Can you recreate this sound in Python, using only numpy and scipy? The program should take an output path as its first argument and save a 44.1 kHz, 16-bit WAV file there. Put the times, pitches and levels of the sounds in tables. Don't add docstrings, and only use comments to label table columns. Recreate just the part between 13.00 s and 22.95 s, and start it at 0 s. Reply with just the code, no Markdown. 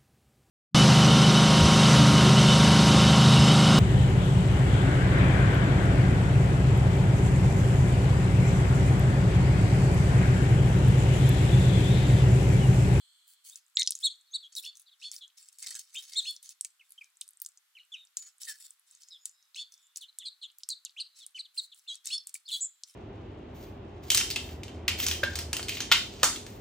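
import sys
import numpy as np
from scipy import signal
from scipy.fft import rfft, irfft
from scipy.io import wavfile
from scipy.ndimage import uniform_filter1d

SR = 44100
rng = np.random.default_rng(int(sys.argv[2]) if len(sys.argv) > 2 else 0)


def ratio_of_db(decibels):
    return 10 ** (np.asarray(decibels, float) / 20)


def unload_audio(sound):
    columns = np.transpose(np.atleast_2d(sound))
    steps = np.round(np.clip(columns, -1, 1) * 32767)
    wavfile.write(sys.argv[1], SR, steps.astype(np.int16))


N = 438794

# [f/Hz, density/dB per Hz]
HUSH_SPECTRUM = [(230, -42), (1320, -3.5), (2600, -6), (3500, -3.5), (5760, -8), (7880, -6.5),
                 (15000, -9.5), (16500, -24.5)]
HUSH_DB = -72.5
# [f/Hz, level/dB]
LINGERING_BANDS = [(3300, -67), (4250, -67), (6850, -79.5), (7750, -74), (8550, -72.5)]

# [t/s, length/s, level/dB, brightness/dB]
SHUFFLES = [(.266, 0.1, -54.5, 17), (.438, 0.13, -47.5, 10.5), (1.519, 0.028, -62.5, -17),
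            (1.551, 0.068, -37, 19), (1.621, 0.059, -45.5, 9), (1.989, 0.16, -60, -13),
            (2.132, 0.071, -47.5, 10.5), (2.367, 0.091, -53, 4), (2.447, 0.068, -60.5, 4),
            (2.515, 0.071, -63, 7), (2.583, 0.037, -49.5, 8.5), (2.62, 0.2, -53, 0), (2.787, 0.018, -49, 3),
            (2.8, 0.06, -59, 6), (2.85, 0.21, -62, 0), (2.94, 0.37, -57.5, 3.5), (3.82, 0.23, -69.5, 9),
            (4.03, 0.034, -68.5, 3.5), (6.77, 0.086, -74.5, -0.5), (3.262, 0.13, -51, 9.5),
            (5.4, 0.1, -44.5, 8), (5.475, 0.063, -44, 6.5), (5.53, 0.16, -55.5, 9.5),
            (5.668, 0.092, -60.5, 13.5), (5.864, 0.076, -61.5, 3.5), (5.924, 0.078, -67.5, -12),
            (5.997, 0.079, -63, 3), (6.072, 0.027, -63.5, 0), (6.543, 0.1, -53.5, -6),
            (3.44, 0.11, -59, -3), (8.147, 0.12, -57.5, -4), (8.353, 0.057, -58.5, -23),
            (8.54, 0.15, -51, 11.5), (8.729, 0.16, -62, 11), (8.882, 0.12, -59, -8),
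            (9.041, 0.14, -45.5, -4), (9.483, .015, -47, 9), (9.495, 0.13, -41.5, 13.5),
            (9.86, 0.11, -58.5, 5)]
# [f/Hz, level/dB]
RUSTLE_SPECTRUM = [(1300, -14), (1700, -0.5), (2700, 9.5), (4200, 17), (5600, 17.5), (7500, 16), (9500, -2),
                   (13000, 0.1)]
# [f/Hz, density/dB per Hz]
WING_AIR_SPECTRUM = [(88, -72), (230, -33), (550, -12.5), (1100, -6.5), (1750, 3), (2300, -2), (3250, -41),
                     (5500, -120)]
# [t/s, length/s, feathers/dB, brightness/dB, air/dB]
FLIGHTS = [
    (2.619, .167, -47, -3, -78),
    (2.937, .125, -50, 3.5, -86),
    (3.075, .208, -52, -1, -89),
    (5.218, .083, -55, -1.5, -84),
    (5.478, .05, -47, 3, -74),
    (5.597, .083, -52, 7.5, -90),
]
WINGBEAT_S, STROKE_S = .0417, .036
FLIGHT_FADE_DB = 1

# [t/s, peak/dB, ring f/Hz, spill/dB]
PECKS = [(.558, -27, 7240, -51.5), (0.907, -12, 8560, -52), (0.9528, -23, 6830, -54.5),
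         (1.0042, -40, 8400, -50.5), (1.754, -43, 6300, -58.5), (1.797, -39, 10400, -54.5),
         (2.1154, -23, 6600, -52.5), (3.4286, -35, 9160, -51.5), (3.4917, -30, 7070, -53.5),
         (3.6476, -19.5, 7200, -60), (3.9061, -40, 10970, -59.5), (4.2117, -22, 8500, -55.5),
         (4.289, -33.5, 8970, -70), (4.4182, -20, 14900, -54.5), (4.4619, -24, 7800, -69),
         (5.1704, -15.5, 6680, -46.5), (6.256, -18.5, 7600, -50.5), (6.722, -42.5, 6040, -56.5),
         (6.96, -27, 6000, -49), (7.013, -40, 7900, -54), (7.585, -33, 15500, -58),
         (7.6892, -17, 8250, -47), (7.85, -20.5, 6600, -72), (8.2646, -29.5, 8940, -67),
         (9.2709, -26.5, 7840, -51), (9.3425, -20, 8830, -45)]
SPILL_LEAD_S, SPILL_S, SPILL_BRIGHT_DB, BRIGHT_DB_PER_OCTAVE = .0046, .038, 8, 7
# [t/s, peak/dB, ring f/Hz]
CLASHES = [(0.7705, -7.5, 3800), (0.7954, -15.5, 6460), (.8129, -19, 6300), (0.8195, -13, 3800),
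           (0.8308, -18, 5640), (0.8636, -29, 5830), (0.8743, -9.5, 5000), (0.8938, -29, 5500),
           (0.921, -21.5, 5200), (1.552, -28.5, 5640), (1.566, -30, 4700), (1.582, -31, 5260),
           (1.6514, -29.5, 5300), (9.057, -25.5, 8160), (9.0719, -20.5, 7250), (9.1814, -36, 5300),
           (9.354, -38.5, 2300), (9.3624, -37, 8500)]
# [t/s, peak/dB, ring f/Hz]
HUSKS = [(0.498, -36, 6940), (2.1637, -28.5, 5500), (2.2788, -45.5, 6900), (2.4866, -37, 7300),
         (2.586, -34.5, 8000), (4.2143, -31, 3590), (2.6728, -28.5, 4100), (2.9613, -28.5, 7100),
         (3.1353, -28, 5500), (3.309, -28.5, 10800), (3.364, -35, 5400), (3.61, -18, 8000),
         (3.6492, -41, 2390), (3.9213, -36, 10300), (4.401, -37, 9000), (4.449, -34, 7530),
         (4.574, -43, 6380), (5.433, -30.5, 5850), (5.45, -38, 6030), (5.7066, -31.5, 8080),
         (6.0207, -41.5, 5570), (6.546, -35, 3880), (6.7397, -41, 5550), (6.9719, -23, 7560),
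         (7.1866, -22.5, 7400), (7.634, -29, 5100), (7.703, -24.5, 6600), (8.955, -30, 8000),
         (9.539, -33, 10500), (9.8353, -26.5, 5300)]
# [t/s, peak/dB, ring f/Hz]
TICKS = [(0.6294, -65, 5100), (0.6644, -53, 7830), (0.6809, -55, 7850), (0.6994, -57, 8000),
         (0.9654, -40, 6860), (0.9757, -40, 6700), (0.989, -34.5, 6940), (1.157, -55, 7500),
         (1.2111, -49, 7600), (2.698, -35, 7590), (2.7065, -27, 7900), (3.8944, -50, 10540),
         (4.0173, -51.5, 11100), (4.0438, -43, 6700), (4.1023, -56, 8540), (4.156, -60, 5550),
         (4.1704, -44.5, 7600), (4.241, -53, 6140), (4.2787, -36, 8820), (4.3074, -43.5, 10950),
         (4.3336, -47, 7910), (4.3718, -43.5, 8000), (4.488, -39.5, 7700), (4.8509, -54.5, 8550),
         (5.051, -47.5, 7840), (5.0716, -50, 5500), (5.9112, -41.5, 8000), (5.9506, -39, 6950),
         (6.0334, -40.5, 5320), (6.086, -40, 6700), (6.2942, -38.5, 7150), (6.4263, -50, 5660),
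         (6.4537, -60, 5960), (6.778, -49.5, 5990), (6.8685, -49, 7800), (8.308, -51.5, 9000),
         (8.63, -47, 8030), (8.6462, -42, 9000), (8.746, -42.5, 8600), (8.789, -46, 10400),
         (8.7944, -47, 6270), (9.2936, -35, 7950), (9.3538, -30, 8300), (9.404, -57, 8800),
         (9.4895, -36, 7700),
         (1.5273, -42, 6900), (1.729, -49, 3420), (1.771, -37, 8200), (1.8173, -46, 9600),
               (2.1337, -36.5, 4400), (2.183, -42.5, 4310), (2.3007, -55, 3270), (2.5282, -47, 8050),
               (2.6633, -30.5, 5080), (2.7444, -28, 6450), (5.275, -44, 6790), (5.382, -48.5, 8630),
               (5.796, -47, 10730), (7.1274, -56, 4100), (7.5012, -43, 3670), (7.5166, -52, 7730),
               (7.6037, -54.5, 3480), (7.894, -46.5, 3640)]
CLAP_START_S, CLAPS, CLAP_DB, CLAP_FADE_DB, CLAP_HZ = 2.627, 5, -28.5, 2, 7800
WOOD_BELOW_HZ, WOOD_WIDTH, HUSK_WIDTH = 3000, .04, .17

# [delay/call length,
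# length/call length, first, middle, last f/call pitch, level/dB]
ARCH = [(0, 1.15, .87, 1.04, .9, 0.021), (.1, 0.96, 1.03, 1.175, 1.04, 0.0036)]
DIP = [(0, 1.05, 1.13, 1.0, 1.07, 0.0067), (.05, .8, 1.31, 1.185, 1.24, 0.012)]
RISE = [(.2, .8, .97, 1.0, .985, .5), (.16, .85, 1.21, 1.262, 1.25, -1), (0, .3, .7, .86, .99, -4),
        (.18, .65, 1.48, 1.52, 1.5, -14), (.3, .28, .74, .86, 1.0, -7.5), (.05, .2, 1.0, 1.13, 1.24, -10)]
CHIP = [(0, 1.0, 1.025, 1.0, .87, 0.0037), (.04, 1, 1.18, 1.1, 1.03, 0.015)]
SLIDE = [(0, 0.97, 1.13, 1.0, .83, 0.014), (.2, 0.92, 1.3, 1.16, 0.89, 0)]
HOOK = [(0, 0.9, 1.4, 1.0, 1, 0.0054), (.15, 0.99, 1.46, 1.17, 1.04, 0)]
STEP = [(0, .5, 1, 1.01, 0.96, -0.5), (.38, .5, 1.0, .86, .75, 2.5), (.78, .45, .76, .73, .72, -6.5)]
# [t/s, length/s, f/Hz, peak/dB, other side/dB (in STEPS: the drop)]
ARCHES = [
    (0.772, 0.045, 3690, -28.5, -0.5),
    (1.025, 0.045, 3690, -25, 1.5),
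    (1.33, 0.037, 3800, -31, -1),
    (3.152, 0.05, 3620, -26, -0.5),
]
DIPS = [
    (1.424, 0.054, 3260, -46.5, -8.5),
    (2.207, 0.056, 3260, -46, -5),
    (8.875, 0.069, 3260, -37, -1),
    (9.51, 0.07, 3330, -32, 0.5),
]
RISES = [
    (1.636, 0.073, 3492, -41, -2),
    (2.018, 0.078, 3487, -41.5, 1.5),
    (2.948, 0.057, 3167, -38, -24),
    (3.253, 0.069, 3450, -35.5, 2.5),
    (6.557, 0.084, 3490, -38, -3),
    (9.102, 0.075, 3493, -34, 4.5),
]
CHIPS = [
    (1.562, .038, 3800, -36, -5),
    (7.253, 0.041, 4080, -35.5, -5.5),
    (7.693, 0.048, 4080, -34.5, -3.5),
    (7.998, 0.028, 4157, -33, -2.5),
    (8.388, 0.027, 4100, -35, -5),
    (8.575, 0.031, 4068, -28, -6.5),
]
SLIDES = [
    (1.86, 0.044, 3680, -58, -2.5),
    (1.911, 0.039, 3520, -58.5, -6),
    (7.193, 0.043, 3326, -45.5, -7),
    (7.849, 0.023, 3710, -46.5, 0),
    (7.977, 0.033, 3044, -38, -7.5),
    (8.197, 0.058, 3495, -51, -4),
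    (8.446, 0.025, 3470, -50.5, -11),
    (8.717, 0.022, 3350, -49, -1.5),
    (9.478, 0.036, 3300, -39, -6),
]
HOOKS = [
    (7.007, 0.053, 3225, -45, -7),
    (7.413, .05, 3160, -44.5, 4.5),
]
STEPS = [
    (3.795, 0.029, 2925, -56, 0.47),
    (4.75, 0.037, 3020, -51, 0.4),
    (4.919, .044, 3420, -41, 2.1),
]
# [t/s, length/s, f/Hz, peak/dB,
# glide/f]
NOTES = [(0.524, 0.018, 3670, -51, 0.027), (0.753, 0.018, 7700, -44, .01), (0.751, .018, 6950, -46, .01),
         (.775, .04, 7000, -42.5, .01), (0.774, 0.065, 2080, -43, -0.04), (1.065, 0.022, 3420, -28, -0.03),
         (1.066, .017, 3830, -33, -0.02), (1.656, 0.022, 2910, -56, .26),
         (3.978, 0.017, 3125, -46, -0.0044), (2.955, 0.049, 3646, -38.5, 0.098),
         (4.789, 0.036, 2900, -53.5, -0.022), (4.954, 0.097, 3725, -52.5, -0.041),
         (4.779, 0.027, 3990, -62, -0.12), (5.178, 0.067, 6980, -44.5, -0.024),
         (5.244, 0.048, 6850, -51, 0.002), (5.469, 0.059, 1770, -42.5, -0.13),
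         (5.511, 0.062, 1734, -57.5, -0.018), (5.398, 0.075, 3620, -66, .01),
         (5.6, .12, 3480, -68, -0.0063), (6.104, 0.033, 5060, -51.5, -0.021),
         (7.083, 0.022, 4080, -50.5, -0.034), (7.231, 0.047, 3404, -44.5, -0.049),
         (7.964, 0.02, 2850, -44.5, .37), (8.346, 0.027, 3010, -40.5, -0.045),
         (8.366, 0.023, 2624, -44.5, -0.48), (8.568, 0.013, 3170, -51, 0.52),
         (9.522, 0.045, 4520, -40, -0.02), (9.606, 0.042, 7680, -30, -0.045),
         (9.607, 0.045, 7020, -31, 0.015), (9.643, 0.018, 7950, -34, -0.02), (9.632, .045, 7350, -33, -.05),
         (9.087, .02, 4250, -47, .27), (9.178, .008, 5300, -31, .01), (8.379, .012, 3100, -50, .6),
         (9.464, .022, 4800, -49, -.17),
         (4.01, 0.018, 2384, -43, -0.13), (6.108, 0.072, 3650, -48, -0.24),
           (7.857, 0.025, 2860, -55, -.2), (9.452, 0.03, 4350, -52, 0.03),
           (7.22, 0.018, 1980, -64.5, 0.0082), (7.262, 0.016, 2450, -61, -.1)]
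# [t/s, length/s, f/Hz, peak/dB, glide/f]
FAINT_WHISTLES = [(.505, 0.014, 3380, -58, 0.068), (.59, 0.079, 5100, -76, -0.053),
                  (1.268, 0.028, 4300, -66.5, -.05), (1.31, 0.043, 6580, -53, 0.079),
                  (3.84, 0.039, 3570, -76.5, -0.02), (4.782, 0.019, 3750, -60.5, -0.24),
                  (4.8, 0.04, 4150, -69, -.02), (4.83, 0.023, 2950, -64, -0.068), (5.99, 0.27, 5110, -66.5, .01),
                  (6.22, 0.3, 5140, -73, -0.01), (6.33, 0.2, 3830, -75, -0.01), (6.19, .17, 7010, -62.5, 0.035),
                  (6.62, .4, 3540, -71, 0.005), (6.8, 0.31, 2920, -82, -0.048), (6.82, .07, 7200, -65.5, .08),
                  (8.1, 0.2, 3960, -64.5, -0.036), (9.11, .06, 5300, -49, .01), (9.595, 0.026, 6580, -48, 0.25),
                  (8.866, 0.013, 2880, -57, 0.2)]
# [t/s, length/s, f/Hz, peak/dB, glide/f]
DRONES = [
    (2.626, .036, 2120, -53, -.04),
    (2.662, .022, 1950, -53, -.1),
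    (2.704, .02, 1900, -55, -.1),
    (2.744, .045, 1650, -55, -.04),
    (3.113, .07, 2150, -58, .03),
]
# [from/s, to/s, extra/dB]
STRAIN = [(.7735, .7745, 9), (2.2, 2.25, 6), (1.63, 1.75, 4), (2.0, 2.13, 4), (2.6, 2.8, 9), (3.1, 3.15, 7),
          (6.1, 7.5, 7), (9.09, 9.17, 3), (9.45, 9.59, 8), (9.63, 9.7, 14)]
WAVER = .006
SUM_SHARE = .16
BUZZ_DB, BUZZ_IN_OVERTONES = -24, .15
WALL_S, YARD_T60_S, FAR_T60_S = .057, .2, 1.2
CUTOFF_HZ = 16400


def at_hz(points, hz):
    points_hz, level_db = np.transpose(points)
    return np.interp(np.log(hz), np.log(points_hz), level_db)


def rms_one(x):
    return x / np.sqrt(np.mean(x ** 2) + 1e-20)


def colour(x, spectrum):
    hz = np.arange(1, N // 2 + 2) * SR / N
    return rms_one(irfft(rfft(x) * ratio_of_db(at_hz(spectrum, hz)), N))


def band(x, low_hz, high_hz, order):
    sos = signal.butter(order, [low_hz, high_hz], "band", fs=SR, output="sos")
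    return signal.sosfilt(sos, x)


def ring(x, hz, width_hz):
    r = np.exp(-np.pi * width_hz / SR)
    feedback = [1, -2 * r * np.cos(2 * np.pi * hz / SR), r * r]
    return signal.lfilter([(1 - r * r) / 2, 0, (r * r - 1) / 2], feedback, x)


def drift(rate_hz):
    steps = rng.standard_normal(int(N / SR * rate_hz) + 2)
    return np.interp(np.arange(N) / SR * rate_hz, np.arange(len(steps)), steps)


def pair(alike):
    mid, side = rng.standard_normal((2, N))
    return np.sqrt(1 + alike) * mid + np.sqrt(1 - alike) * side * [[1], [-1]]


def swells(rows, edge_s):
    out = np.zeros(N + SR)
    for start_s, length_s, db in rows:
        t = np.arange(int((length_s + .044) * SR)) / SR
        rise = np.minimum(t / (.18 * length_s), 1)
        fall = np.exp(-np.maximum(t - .79 * length_s, 0) / edge_s) * (1 - t / t[-1])
        out[int(start_s * SR):][:len(t)] += ratio_of_db(db) * rise * fall
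    return out[:N]


def yard_hush():
    low = band(pair(.8), 60, 1400, order=2)
    high = band(pair(.031), 1400, 19000, order=2)
    return ratio_of_db(HUSH_DB) * colour(low + high, HUSH_SPECTRUM)


def lingering():
    t, noise = np.arange(N) / SR, pair(.28)
    bands = 0
    for hz, db in LINGERING_BANDS:
        bands = bands + ratio_of_db(db) * rms_one(band(noise, hz - 260, hz + 260, order=4))
    return bands * ratio_of_db(-18 * t) / (1 + (t / .5) ** 8)


def wing_beats():
    out = []
    for start_s, length_s, db, bright_db, air_db in FLIGHTS:
        for k, place in enumerate(np.linspace(-1, 1, round(length_s / WINGBEAT_S))):
            fade_db = FLIGHT_FADE_DB * place ** 2
            out.append((start_s + k * WINGBEAT_S, STROKE_S, db - fade_db, bright_db, air_db - fade_db))
    return out


def rustles():
    spills = []
    for s, _, hz, db in PECKS:
        bright_db = SPILL_BRIGHT_DB + BRIGHT_DB_PER_OCTAVE * np.log2(hz / 7500)
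        spills.append((s - SPILL_LEAD_S, SPILL_S, db, bright_db))
    return SHUFFLES + [row[:4] for row in wing_beats()] + spills


def wing_air():
    puffs = swells([(s, length_s, db) for s, length_s, *_, db in wing_beats()], edge_s=.012)
    air = colour(pair(1.0), WING_AIR_SPECTRUM) * puffs * ratio_of_db(14.5)
    return band(air, 195.5, 3000, order=2)


def rustle(patchy_db):
    start_s, length_s, db, bright_db = np.transpose(rustles())
    dull_db = db - 10 * np.log10(1 + ratio_of_db(bright_db) ** 2)
    heap_floor = ratio_of_db(-94)
    dull = swells(zip(start_s, length_s, dull_db), edge_s=.014) + heap_floor
    bright = swells(zip(start_s, length_s, dull_db + bright_db), edge_s=.008)
    tick_size = ratio_of_db(2.5 * np.minimum(rng.exponential(1, N), 4))
    ticks = (rng.random(N) < 300 / SR) * tick_size
    grain = (.97 + signal.lfilter([1], [1, -.97], ticks)) * ratio_of_db(2.0 * drift(55))
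    near = rms_one(pair(.5) * grain)
    wide = rms_one(pair(.17) * grain)
    out, edges_hz = 0, np.geomspace(1300, 16000, 16)
    for low_hz, high_hz in zip(edges_hz, edges_hz[1:]):
        treble = np.clip((low_hz - 6000) / 4000, 0, 1)
        flicker = ratio_of_db(at_hz(RUSTLE_SPECTRUM, low_hz) + patchy_db * drift(40))
        level = ((1 - treble) * dull + treble * bright) * flicker
        out = out + level * band(wide if treble > .6 else near, low_hz, high_hz, order=2)
    return out


def hits():
    claps = []
    for k in range(CLAPS):
        claps.append((CLAP_START_S + k * WINGBEAT_S, CLAP_DB + CLAP_FADE_DB * max(2 - k, 0), CLAP_HZ))
    return [row[:3] for row in PECKS] + CLASHES + HUSKS + claps + TICKS


def cracks(snap_s, splinter_s, splinter_db):
    out, t = np.zeros((2, N + 2000)), np.arange(1000) / SR
    contacts = hits()
    draws = rng.standard_normal((len(contacts), 2, len(t)))
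    for (s, db, hz), (noise, chance) in zip(contacts, draws):
        splinters = ratio_of_db(splinter_db + 1.4 * chance) * np.exp(-t / splinter_s)
        burst = noise * (np.exp(-t / snap_s) + splinters)
        low_hz, high_hz = min(.7 * hz, 3200), min(1.9 * hz, 16000)
        if db < -38:
            low_hz, high_hz = .75 * hz, min(1.45 * hz, 16000)
        width = WOOD_WIDTH if hz < WOOD_BELOW_HZ else HUSK_WIDTH
        burst = band(.061 * burst + 9.6 * ring(burst, hz, width * hz), low_hz, high_hz, order=4)
        burst *= ratio_of_db(db) / np.abs(burst).max()
        for side, sign in enumerate((1, -1)):
            i = int(s * SR) + 1 - side * (chance[0] > -.4)
            out[side, i:i + len(t)] += ratio_of_db(sign * .49 * chance[1]) * burst
    return out[:, :N]


def whistles():
    out = []
    for s, length_s, hz, db, glide in NOTES + FAINT_WHISTLES + DRONES:
        out.append((s, length_s, hz * (1 - glide / 2), hz, hz * (1 + glide / 2), db))
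    shapes = ((ARCH, ARCHES), (DIP, DIPS), (RISE, RISES), (CHIP, CHIPS), (SLIDE, SLIDES),
              (HOOK, HOOKS), (STEP, STEPS))
    for shape, calls in shapes:
        for s, length_s, hz, db, other_db in calls:
            for k, (delay, share, first, middle, last, strand_db) in enumerate(shape):
                level_db = db + strand_db + other_db * (k % 2)
                out.append((s + delay * length_s, share * length_s,
                            first * hz, middle * hz, last * hz, level_db))
    return out


def chirps(overtone_db, third_db, hoarse_db, breath_db):
    voice, octaves = np.zeros((2, N), complex)
    flutter = rms_one(band(rng.standard_normal((2, N)), 30, 260, order=3))
    waver = rms_one(band(flutter[0], 20, 70, order=2))
    for start_s, length_s, first_hz, middle_hz, last_hz, db in whistles():
        u = np.linspace(0, 1, int(length_s * SR))
        i = int(start_s * SR)
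        span = slice(i, i + len(u))
        arc_hz = np.polyval(np.polyfit([0, .5, 1], [first_hz, middle_hz, last_hz], 2), u)
        hz = arc_hz * (1 + WAVER * waver[span])
        strain_db = sum(extra_db for since, until, extra_db in STRAIN if since <= start_s < until)
        rough_db = hoarse_db + strain_db - .45 * (db + 30) + 3 * (middle_hz < 2200)
        hoarse = ratio_of_db(min(rough_db, -5))
        shake = hoarse * ([1, 1j] @ flutter[:, span])
        swell = 1.5 if middle_hz > 1.08 * max(first_hz, last_hz) else .8
        tone = np.sin(np.pi * u ** swell) ** .7 * np.exp(2j * np.pi * np.cumsum(hz) / SR)
        strand = ratio_of_db(db) * tone * (1 + shake) / np.sqrt(1 + 2 * hoarse ** 2)
        voice[span] += strand
        octaves[span] += strand ** 2
    strength = uniform_filter1d(np.abs(voice), size=200)
    shape = voice / (strength + .028)
    beat = np.abs(shape) ** 2
    beat = beat - uniform_filter1d(beat, size=200)
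    doubled = (SUM_SHARE * voice ** 2 + (1 - SUM_SHARE) * octaves).real / (strength + .028)
    beak = ring(doubled * (1 + BUZZ_IN_OVERTONES * beat), 7900, 4500)
    overtones = band(beak, 4000, 10500, order=4)
    thirds = band((voice * shape ** 2).real * flutter[0], 10000, 14000, order=3)
    breath = strength * band(rng.standard_normal(N), 5200, 9000, order=3)
    call = voice.real * (1 + ratio_of_db(BUZZ_DB) * beat) + ratio_of_db(overtone_db) * overtones
    call = call + ratio_of_db(third_db) * thirds + ratio_of_db(breath_db) * breath
    return band(call, 1500, 15000, order=4)


def yard(x, wall_db, near_db, far_db, top_hz):
    t = np.arange(SR // 2) / SR
    wall = ratio_of_db(wall_db) * np.exp(-((t - WALL_S) / .0012) ** 2)
    scatter = ratio_of_db(near_db - 60 * t / YARD_T60_S) * (1 - np.exp(-t / .001))
    far = ratio_of_db(far_db - 60 * t / FAR_T60_S)
    echo = band(pair(.66)[:, :len(t)] * (wall + scatter + far), 2300, top_hz, order=1)
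    heard = signal.fftconvolve(x + np.zeros((2, 1)), echo, axes=1)[:, :N]
    sway = 1.6 * rms_one(band(rng.standard_normal(N), 20, 120, order=2))
    return np.array([np.interp(np.arange(N) + sway, np.arange(N), side) for side in heard])


def scene():
    calls = chirps(overtone_db=-4, third_db=-33, hoarse_db=-21, breath_db=-20)
    feeding = cracks(snap_s=.0006, splinter_s=.0057, splinter_db=-14.5)
    feeding = feeding + rustle(patchy_db=2) + wing_air()
    call_echoes = yard(calls, wall_db=-49, near_db=-42, far_db=-71, top_hz=8000)
    feeding_echoes = yard(feeding, wall_db=-56, near_db=-47.5, far_db=-78, top_hz=12100)
    return calls + feeding + call_echoes + feeding_echoes + lingering() + yard_hush()


def band_limit(x):
    return signal.sosfilt(signal.butter(12, 17140, fs=SR, output="sos"), x)


def record(dry):
    sos = signal.cheby2(12, 60, CUTOFF_HZ + 600, fs=SR, output="sos")
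    mix = signal.sosfilt(sos, dry)
    return band_limit(mix)


dry = scene()
out = record(dry)
unload_audio(out)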